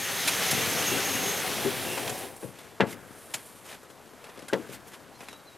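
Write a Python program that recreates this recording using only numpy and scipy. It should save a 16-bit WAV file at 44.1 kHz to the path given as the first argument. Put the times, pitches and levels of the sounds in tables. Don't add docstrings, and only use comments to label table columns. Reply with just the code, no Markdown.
import sys
import numpy as np
from scipy import signal
from scipy.fft import rfft, irfft, next_fast_len
from scipy.io import wavfile
from scipy.ndimage import uniform_filter1d, map_coordinates

SR = 44100
rng = np.random.default_rng(int(sys.argv[2]) if len(sys.argv) > 2 else 0)


def dump(signal):
    limited = np.clip(np.atleast_2d(signal).T, -1, 1)
    pcm = np.round(limited * 32767).astype(np.int16)
    wavfile.write(sys.argv[1], SR, pcm)


N = 245637
T = np.arange(N) / SR
SIZE = next_fast_len(N, real=True)
FREQS = np.maximum(np.fft.rfftfreq(SIZE, 1 / SR), 1)

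# (frequency [Hz], relative level [dB])
BUFFET_COLOUR = [(20, 0), (45, -20), (90, 0), (250, -14), (600, -18), (2000, -12), (8000, -54)]
# (frequency [Hz], relative level [dB])
FOREST_COLOUR = [(25, -38), (60, -2), (130, 2.5), (400, 4), (800, 1.5), (1500, -3), (2500, -9.5),
                 (5000, -13.5), (11000, -15.5), (14000, -17), (15500, -62)]
# (frequency [Hz], relative level [dB])
BRUSH_COLOUR = [(40, -16), (150, 0), (600, 6.5), (2000, 6), (3500, 1.5), (5000, -3.5), (7000, -3.5),
                (11500, -5), (14000, -10), (16000, -45)]
FOREST_DB = -52
RUSTLE_DB = -63.5

# (time [s], pitch [Hz], level [dB])
BIRD_CALL = [(5.138, 3900, -68), (5.157, 4260, -59), (5.181, 4080, -68), (5.191, 5100, -62),
             (5.203, 5380, -63), (5.215, 5400, -90), (5.265, 4170, -65), (5.305, 3920, -56),
             (5.33, 3770, -62), (5.365, 3940, -55), (5.39, 3720, -76), (5.445, 3780, -80),
             (5.472, 4170, -60), (5.487, 3990, -52), (5.508, 3800, -71), (5.538, 3830, -59),
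             (5.56, 3800, -78)]

# (frequency [Hz], relative level [dB])
WASH_COLOUR = [(30, -20), (100, 3), (250, -3.5), (450, 1), (900, -9.5), (1600, -2), (2500, -15),
               (6000, -32)]
WASH_DB, WASH_RISE_S, WASH_FALL_S = -45, 0.092, 0.31

# (middle [s], level [dB], half length [s], tilt [dB per octave])
SCUFFS = [(2.62, -52.5, 0.1, 0.5), (2.881, -45.5, .011, 1), (2.919, -41.5, 0.016, 3),
          (3.367, -47.5, 0.03, -1), (3.664, -48, 0.012, 2), (3.723, -43, 0.028, 0), (4.266, -52, 0.061, -3),
          (4.405, -54, 0.033, -4), (4.596, -51.5, 0.12, 0), (4.735, -45.5, 0.021, 3),
          (4.885, -52.5, 0.014, 5), (4.941, -49.5, 0.02, 0), (5.226, -50, 0.016, 0), (5.3, -53, 0.032, 1)]
SCUFF_HULL_DB = -20
# (middle [s], level [dB], half length [s])
SWEEPS = [(1.93, -43, 0.096), (2.2, -46, 0.072), (2.44, -51, 0.051), (3.27, -56, 0.17), (3.52, -57, 0.19)]
# (frequency [Hz], relative level [dB])
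SWEEP_COLOUR = [(200, -30), (2000, -7.5), (3500, -9), (5000, -12), (8000, -7), (9200, -1.5), (11500, -5),
                (14000, -12), (16000, -37)]

# (time [s], level [dB], tilt [dB per octave], pitch of the stem [Hz],
# t60 of the crackle [s], first break against the crackle [dB])
SNAPS = [(0.2747, -15.5, 1, 2270, 0.065, -14), (.282, -18.5, -1, 2400, 0.075, -14),
         (0.510, -18.5, 4, 5200, 0.07, 0), (1.974, -25.5, -4, 2660, 0.089, -4),
         (2.077, -24, -4, 3300, 0.038, 1), (2.094, -26, -.5, 7200, 0.06, -3), (2.364, -43, 8, 8500, .05, 4),
         (2.587, -42.5, 1, 3500, .06, 0), (3.338, -21.5, 1, 7250, 0.073, -18),
         (3.713, -44, 3, 2500, .05, 0), (3.831, -49, 8, 7800, .04, 0), (3.9, -46, 0, 3200, 0.071, -2),
         (4.133, -50, -2, 6500, 0.044, 0), (4.241, -42.5, -1, 2700, 0.078, 5),
         (4.291, -42.5, -4.5, 1900, 0.077, 1), (4.374, -43, -1, 3300, .05, -2),
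         (4.392, -41, 0, 5000, .04, 1), (4.421, -43, -1, 3000, .05, 0), (4.482, -32, -1, 8700, 0.055, -7),
         (4.934, -41.5, -1, 3400, 0.064, -2), (5.206, -40.5, -4.5, 2500, .08, 7),
         (5.228, -38, -15, 2900, .04, 0), (5.285, -38.5, -3, 2530, 0.068, 6.5),
         (5.329, -42.5, -2.5, 2800, 0.055, 6.5)]
# (frequency [Hz], relative level [dB])
SNAP_COLOUR = [(50, -26), (150, -10), (700, 9), (1500, 8.5), (3500, 8.5), (5200, 5), (7500, 5), (11500, 5),
               (14000, -10), (16000, -25)]
STEM_DB, STEM_WIDTH = 6.5, 0.13
BREAK_T60_S = 0.012
JOLT_DB, JOLT_BRIGHT_HZ, JOLT_BASS_HZ, JOLT_TRAVEL_MS = -51, 1900, 258, 2.98

# (frequency [Hz], relative level [dB])
HULL_MODES = [(108, -1.5), (128, 0), (180, -2), (197, -5.5), (238, 4.5), (268, -1), (290, 3.5), (322, -1),
              (357, -1), (386, 3.5), (420, 2), (447, 2), (484, 8), (505, -2.5), (544, 6.5), (608, -4.5),
              (680, -8), (735, -5), (850, 1.5), (925, 2), (1017, 2.5), (1136, -15), (1254, -2), (1370, 2.5),
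              (1534, 4), (1665, 5.5), (2015, 3), (2363, -7), (2756, 8)]
# (time [s], level [dB], contact brightness [Hz], crack level [dB],
# crack tilt [dB per octave], spacing of the rebounds [s], thump of the weight [dB], thump delay [s],
# thump brightness [Hz], pitch of the modes with a node at the struck spot [Hz],
# damping by the hand or foot [dB per s], pitch of the panel's first flex [Hz])
KNOCKS = [(0.919, -29, 420, -49, -1, .0075, -42, 0.015, 250, 170, 13, 402),
          (1.651, -23.5, 382, -48, -1, 0.0049, -33, 0.011, 200, 170, 18, 400),
          (2.431, -36.5, 610, -45.5, -10, 0.006, -27.5, 0.013, 170, 248, 7, 347),
          (2.805, -18.5, 1850, -20, -3.5, 0.006, -14, 0.0115, 192, 300, 50, 600),
          (4.532, -20.5, 625, -27, 2, 0.0065, -24, 0.01342, 300, 170, 50, 423)]
# (frequency [Hz], relative level [dB])
CRACK_COLOUR = [(200, -20), (700, -4), (1200, -7), (1650, 6.5), (2000, 5), (2300, -1), (3400, -2),
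                (4500, -10.5), (7000, -18), (14000, -31)]
KNOCK_BASS_HZ, KNOCK_TRAVEL_MS = 228, 0.81
TOUCH_LEAD_S, TOUCH_DB, TOUCH_BRIGHT_HZ = 0.00447, -9, 1710
REBOUND_DB, REBOUND_BASS_HZ, REBOUND_TRAVEL_MS = -3.5, 176, 4.18
REBOUND_BRIGHTER = 1.23
THUMP_BASS_SHARE, THUMP_TRAVEL_MS = 0.59, 3.05
NODE_DEPTH, NODE_WIDTH = 0.99, 0.16
FLEX_DB, FLEX_AFTER_S = 0, 0.0011
CRACK_T60_S = 0.069
SLAP_DB, SLAP_T60_S, SLAP_TILT_DB = -2, 0.043, -9.5
BITE_DB, BITE_T60_S, BITE_TILT_DB = 2.5, 0.02, 1.5
# (time [s], level [dB], contact brightness [Hz])
BUMPS = [(0.527, -21.5, 190), (.548, -34, 328), (.575, -24, 175), (0.67, -24.5, 170), (.878, -26, 130),
         (1.148, -27, 170), (2.92, -41, 350), (3.104, -42, 262), (3.345, -40, 260), (4.38, -46, 620),
         (4.425, -45, 580), (4.692, -41, 520), (4.707, -43, 400)]
BUMP_BASS_HZ, BUMP_TRAVEL_MS = 92, 3.56

# (time [s], pitch [Hz], level [dB])
SQUEAL = [(0, 6480, -42), (.52, 6420, -39.5), (.69, 6320, -42), (.93, 6530, -39), (1.3, 6460, -36.5),
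          (1.38, 6460, -38.5), (1.46, 6460, -64)]
# (frequency [Hz], width [Hz], level against the rumble column of SLIDE [dB])
CHATTER = [(283, 53, -14), (409, 90, -11.5), (553, 70, -13), (792, 77, -12)]
# (middle [s],
# pitch [Hz], level [dB], half length [s])
CREAKS = [(.14, 1840, -44.5, .1), (0.91, 2760, -37.5, 0.05), (0.998, 1495, -35.5, 0.011),
          (1.166, 2810, -41, 0.021), (1.459, 740, -36, 0.026), (1.669, 402, -31.5, 0.023),
          (1.925, 2750, -42, 0.049), (2.931, 2060, -44, .004), (4.502, 1530, -41, .007)]
CREAK_WIDTH = 0.083
# (time [s], rasp of stems [dB], rumble of the hull [dB])
SLIDE = [(0.0, -35, -41.5), (0.42, -29.5, -35.5), (0.98, -31, -33.5), (1.39, -33, -35.5),
         (1.62, -35, -35.5), (2.07, -39.5, -35.5), (2.26, -45.5, -40), (2.4, -63, -50.5)]
# (frequency [Hz], relative level [dB])
RASP_COLOUR = [(60, -40), (400, -44), (800, -10.5), (1100, -3.5), (1900, 1.5), (2500, -2), (3300, -0.5),
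               (4600, -5.5), (6000, -5), (8000, -11.5), (14000, -57)]
# (frequency [Hz], relative level [dB])
HISS_COLOUR = [(200, -30), (2500, 2), (5000, -25), (7500, -5), (9500, 0.5), (12000, 0), (14000, -4),
               (15800, -14)]
# (frequency [Hz], relative level [dB])
RUMBLE_COLOUR = [(25, -22), (55, -19.5), (80, -8), (115, -0.5), (170, 2.5), (280, -4), (420, 0.5),
                 (560, -1), (680, 2.5), (820, 0.5), (1100, -4.5), (2000, -26)]
HISS_FOLLOWS, HISS_OFFSET_DB = 0.83, -9.5

# (frequency [Hz], left minus right [dB])
LEFT_BIAS = [(25, 4), (80, 14), (170, 14), (270, 9.5), (370, 6.5), (520, 5.5), (760, 1.5), (1300, 2.5),
             (2200, 0.05), (5000, 0), (10000, -0.5)]
# (frequency [Hz], diffuse side minus mid [dB])
WIDTH = [(300, -28), (1000, -20), (2200, -31), (4100, -38), (5200, -12.5), (15000, -13)]
TOP_HZ = 15800


def undb(db):
    return 10 ** (np.asarray(db) / 20)


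def unit(x):
    return x / np.sqrt(np.mean(x ** 2))


def curves(table):
    s, *columns = np.transpose(table)
    return [np.interp(T, s, column) for column in columns]


def response(points, tilt_db=0):
    hz, db = np.transpose(points)
    shape_db = np.interp(np.log(FREQS), np.log(hz), db)
    return undb(shape_db + tilt_db * np.log2(1 + FREQS / 500))


def resonance(hz, width_hz):
    return 1 / (1 + ((FREQS / hz - hz / FREQS) * hz / width_hz) ** 2)


def filtered(x, gain):
    return irfft(rfft(x, SIZE) * gain, SIZE)[:N]


def colour(x, gain):
    return unit(filtered(x, gain))


def walk(rate):
    hold = max(int(SR / rate), 1)
    steps = np.repeat(rng.standard_normal(N // hold + 1), hold)
    return unit(uniform_filter1d(steps, hold)[:N])


def grains(rate, spread_db):
    size = undb(spread_db * np.minimum(rng.standard_exponential(N), 5))
    return (rng.random(N) < rate / SR) * size * rng.choice([-1, 1], N)


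def add(out, s, x):
    i = int(s * SR)
    out[i:i + len(x)] += x[:N - i]


def swell(s, half_s):
    return np.exp(-.5 * ((T - s) / half_s) ** 2)


def drift(x, depth_db, rate):
    place = np.clip(2 * np.log2(FREQS / 700), 0, 8)
    moving = np.zeros(N)
    for band in range(9):
        share = np.maximum(1 - abs(place - band), 0)
        moving += filtered(x, share) * undb(depth_db * walk(rate))
    return unit(moving)


def wander(x, share, rate):
    return map_coordinates(x, [np.cumsum(1 + share * walk(rate))], order=1, mode="mirror")


def resonant_noise(hz, width_hz):
    return colour(rng.standard_normal(N), resonance(hz, width_hz))


def crackle(fibres, t60, attack_s=0.00058, low_hz=280):
    t = T[:SR // 5]
    start = rng.integers(N - len(t))
    envelope = undb(-60 * t / t60) * (1 - np.exp(-t / attack_s))
    bass_cut = signal.butter(2, low_hz, "high", fs=SR, output="sos")
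    return signal.sosfilt(bass_cut, fibres[start:start + len(t)] * envelope)


def hull_ring(t, travel_ms, t60_low=0.24, damping=0.41):
    hz, db = np.transpose(HULL_MODES)[:, :, None]
    t60 = t60_low * np.maximum(hz / 250, 1) ** -damping
    lag = 2 * np.pi * travel_ms * np.sqrt(hz / 1000)
    return np.sum(undb(db - 60 * t / t60) * np.sin(2 * np.pi * hz * t - lag), axis=0)


def gear_clatter(t, tilt_db=-3, t60_low=0.6, t60_high=0.12):
    t60 = np.geomspace(t60_low, t60_high, 5)
    clatter = np.zeros(len(t))
    for octave in range(5):
        hz = 250 * 2 ** octave
        band = signal.butter(2, [hz / np.sqrt(2), hz * np.sqrt(2)], "band", fs=SR, output="sos")
        fade = undb(tilt_db * octave - 60 * t / t60[octave])
        clatter += signal.sosfilt(band, rng.standard_normal(len(t))) * fade
    return clatter


def blow(bright_hz, bass_hz, travel_ms, clatter_db=-8):
    t, early = T[:SR // 3], slice(SR // 50)
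    ring, clatter = hull_ring(t, travel_ms), gear_clatter(t)
    both = ring / np.std(ring[early]) + undb(clatter_db) * clatter / np.std(clatter[early])
    soft = signal.butter(2, bright_hz, fs=SR, output="sos")
    stiff = signal.butter(4, bass_hz, "high", fs=SR, output="sos")
    return signal.sosfilt(np.vstack([soft, stiff]), both / np.std(both[early]))


def buffet(db=-69):
    return undb(db) * np.array([colour(rng.standard_normal(N), response(BUFFET_COLOUR)) for _ in range(2)])


def forest(flicker_db=1.3):
    air = drift(colour(rng.standard_normal(N), response(FOREST_COLOUR)), depth_db=flicker_db, rate=46)
    leaves = colour(grains(rate=440, spread_db=2.5), response(BRUSH_COLOUR))
    return undb(FOREST_DB) * air + undb(RUSTLE_DB) * leaves


def bird(echo_db=-11, echo_t60=0.42):
    hz, db = (uniform_filter1d(curve, SR // 100) for curve in curves(BIRD_CALL))
    singing = (T > BIRD_CALL[0][0]) * (T < BIRD_CALL[-1][0])
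    song = singing * undb(db) * np.sqrt(2) * np.sin(2 * np.pi * np.cumsum(hz) / SR)
    trunks = rng.standard_normal(SR) * undb(-60 * T[:SR] / echo_t60)
    echo = signal.fftconvolve(song, trunks / np.linalg.norm(trunks))[:N]
    return song + undb(echo_db) * echo


def wash():
    strongest = max(db for _, db, *_ in KNOCKS)
    rocking = np.zeros(N)
    stir = (1 - np.exp(-T / WASH_RISE_S)) * np.exp(-T / WASH_FALL_S)
    for s, db, *_ in KNOCKS:
        add(rocking, s, undb(db - strongest) * stir)
    water = colour(grains(rate=1400, spread_db=0.5), response(WASH_COLOUR))
    return undb(WASH_DB) * rocking * water


def scuffs(flutter_db=1.8):
    threads = grains(rate=9000, spread_db=2.0) * undb(flutter_db * walk(150))
    shell = undb(SCUFF_HULL_DB) * colour(grains(rate=810, spread_db=8.0), response(RUMBLE_COLOUR))
    out = np.zeros(N)
    for s, db, half_s, tilt_db in SCUFFS:
        cloth = colour(threads, response(BRUSH_COLOUR, tilt_db))
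        out += undb(db) * swell(s, half_s) * (cloth + shell)
    return out


def shrub_sweeps(flutter_db=1.3):
    pressure = sum(undb(db) * swell(s, half_s) for s, db, half_s in SWEEPS)
    leaves = colour(grains(rate=5500, spread_db=1.5), response(SWEEP_COLOUR))
    return pressure * undb(flutter_db * walk(70)) * leaves


def snaps():
    out, fibres = np.zeros(N), grains(rate=12000, spread_db=2.0)
    jolt = undb(JOLT_DB) * blow(JOLT_BRIGHT_HZ, JOLT_BASS_HZ, JOLT_TRAVEL_MS)
    for s, db, tilt_db, stem_hz, t60, break_db in SNAPS:
        stem = undb(STEM_DB * resonance(stem_hz, STEM_WIDTH * stem_hz))
        twig = colour(fibres, response(SNAP_COLOUR, tilt_db) * stem)
        first_break = undb(break_db) * crackle(twig, BREAK_T60_S, attack_s=0.00047)
        add(out, s, undb(db) * (first_break + crackle(twig, t60, attack_s=0.0031)))
        add(out, s, jolt)
    return out


def flex(s, hz):
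    u = (np.pi * hz * (T - s)) ** 2
    return (1 - 2 * u) * np.exp(-u)


def knocks(rebounds=2):
    out, grit = np.zeros(N), grains(rate=15000, spread_db=1.5)

    def crack(db, tilt_db, t60):
        return undb(db) * crackle(colour(grit, response(CRACK_COLOUR, tilt_db)), t60)

    for (s, db, bright_hz, crack_db, tilt_db, rebound_s, thump_db, thump_s, thump_hz,
         node_hz, damping, flex_hz) in KNOCKS:
        ring = np.zeros(N)
        graze = blow(TOUCH_BRIGHT_HZ, bass_hz=148, travel_ms=1.82)
        add(ring, s - TOUCH_LEAD_S, undb(db + TOUCH_DB) * graze)
        add(ring, s, undb(db) * blow(bright_hz, KNOCK_BASS_HZ, KNOCK_TRAVEL_MS))
        for k in range(1, rebounds + 1):
            rebound = blow(REBOUND_BRIGHTER * bright_hz, REBOUND_BASS_HZ, REBOUND_TRAVEL_MS)
            add(ring, s + k * rebound_s, undb(db + k * REBOUND_DB) * rebound)
        thump = blow(thump_hz, THUMP_BASS_SHARE * thump_hz, THUMP_TRAVEL_MS)
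        add(ring, s + thump_s, undb(thump_db) * thump)
        at_node = signal.lfilter(*signal.iirpeak(node_hz, 1 / NODE_WIDTH, fs=SR), ring)
        out += (ring - NODE_DEPTH * at_node) * undb(-damping * np.maximum(T - s, 0))
        out += undb(db + FLEX_DB) * flex(s + FLEX_AFTER_S, flex_hz)
        add(out, s, crack(crack_db, tilt_db, CRACK_T60_S))
        add(out, s + rebound_s, crack(crack_db + SLAP_DB, tilt_db + SLAP_TILT_DB, SLAP_T60_S))
        add(out, s, crack(crack_db + BITE_DB, tilt_db + BITE_TILT_DB, BITE_T60_S))
    return out


def bumps():
    out = np.zeros(N)
    for s, db, bright_hz in BUMPS:
        add(out, s, undb(db) * blow(bright_hz, BUMP_BASS_HZ, BUMP_TRAVEL_MS))
    return out


def squeal(waver_hz=36, flutter_db=3.0, octave_db=-9):
    hz, db = curves(SQUEAL)
    phase = 2 * np.pi * np.cumsum(hz + waver_hz * walk(120)) / SR
    level = (T < SQUEAL[-1][0]) * undb(db + flutter_db * walk(70.4))
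    return level * (np.sin(phase) + undb(octave_db) * np.sin(2 * phase))


def aground(lifts_s=2.18, afloat_s=2.7):
    return np.interp(T, [lifts_s, afloat_s], [1, 0])


def chatter(wander_db=2.5, wander_rate=9):
    _, rumble_level = curves(SLIDE)
    out = np.zeros(N)
    for hz, width_hz, db in CHATTER:
        tone = wander(resonant_noise(hz, width_hz), share=.05, rate=7)
        out += tone * undb(db + wander_db * walk(wander_rate))
    return aground() * undb(rumble_level) * out


def creaks():
    return sum(undb(db) * swell(s, half_s) * resonant_noise(hz, CREAK_WIDTH * hz)
               for s, hz, db, half_s in CREAKS)


def slide(rasp_db=-0.07, rumble_db=-2.5, ring_share=0.56, grit_db=-11):
    rasp_level, rumble_level = curves(SLIDE)
    hiss_level = HISS_OFFSET_DB + HISS_FOLLOWS * rasp_level
    grip = walk(44.8)

    stems = colour(grains(rate=12000, spread_db=1.6) * undb(0.093 * grip), response(RASP_COLOUR))
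    grit = colour(grains(rate=260, spread_db=2.2), response(RASP_COLOUR))
    rasp = unit(drift(stems, depth_db=1.0, rate=22) + undb(grit_db) * grit)

    hiss = colour(grains(rate=14000, spread_db=1.5) * undb(0.33 * grip), response(HISS_COLOUR))

    slips = grains(rate=1100, spread_db=1.5) * undb(0.87 * grip)
    hull_gain = rfft(hull_ring(T[:SR // 2], 0), SIZE)
    shell = colour(slips, response(RUMBLE_COLOUR) * hull_gain)
    dull_slips = colour(grains(rate=1500, spread_db=-2.5), response(RUMBLE_COLOUR))
    rumble = unit(dull_slips + ring_share * shell)

    out = rasp * undb(rasp_level + rasp_db) + hiss * undb(hiss_level)
    return aground() * (out + rumble * undb(rumble_level + rumble_db))


def scene():
    mid = forest() + bird() + wash() + scuffs() + shrub_sweeps() + snaps() + knocks() + bumps()
    mid = mid + squeal() + chatter() + creaks() + slide()
    ratio = response(LEFT_BIAS)
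    diffuse = filtered(mid, response(WIDTH)) * walk(500)
    side = filtered(mid, (ratio - 1) / (ratio + 1)) + diffuse
    return np.array([mid + side, mid - side]) + buffet()


def record(dry):
    return signal.sosfilt(signal.ellip(10, .2, 80, TOP_HZ, fs=SR, output="sos"), dry)


dry = scene()
out = record(dry)
dump(out)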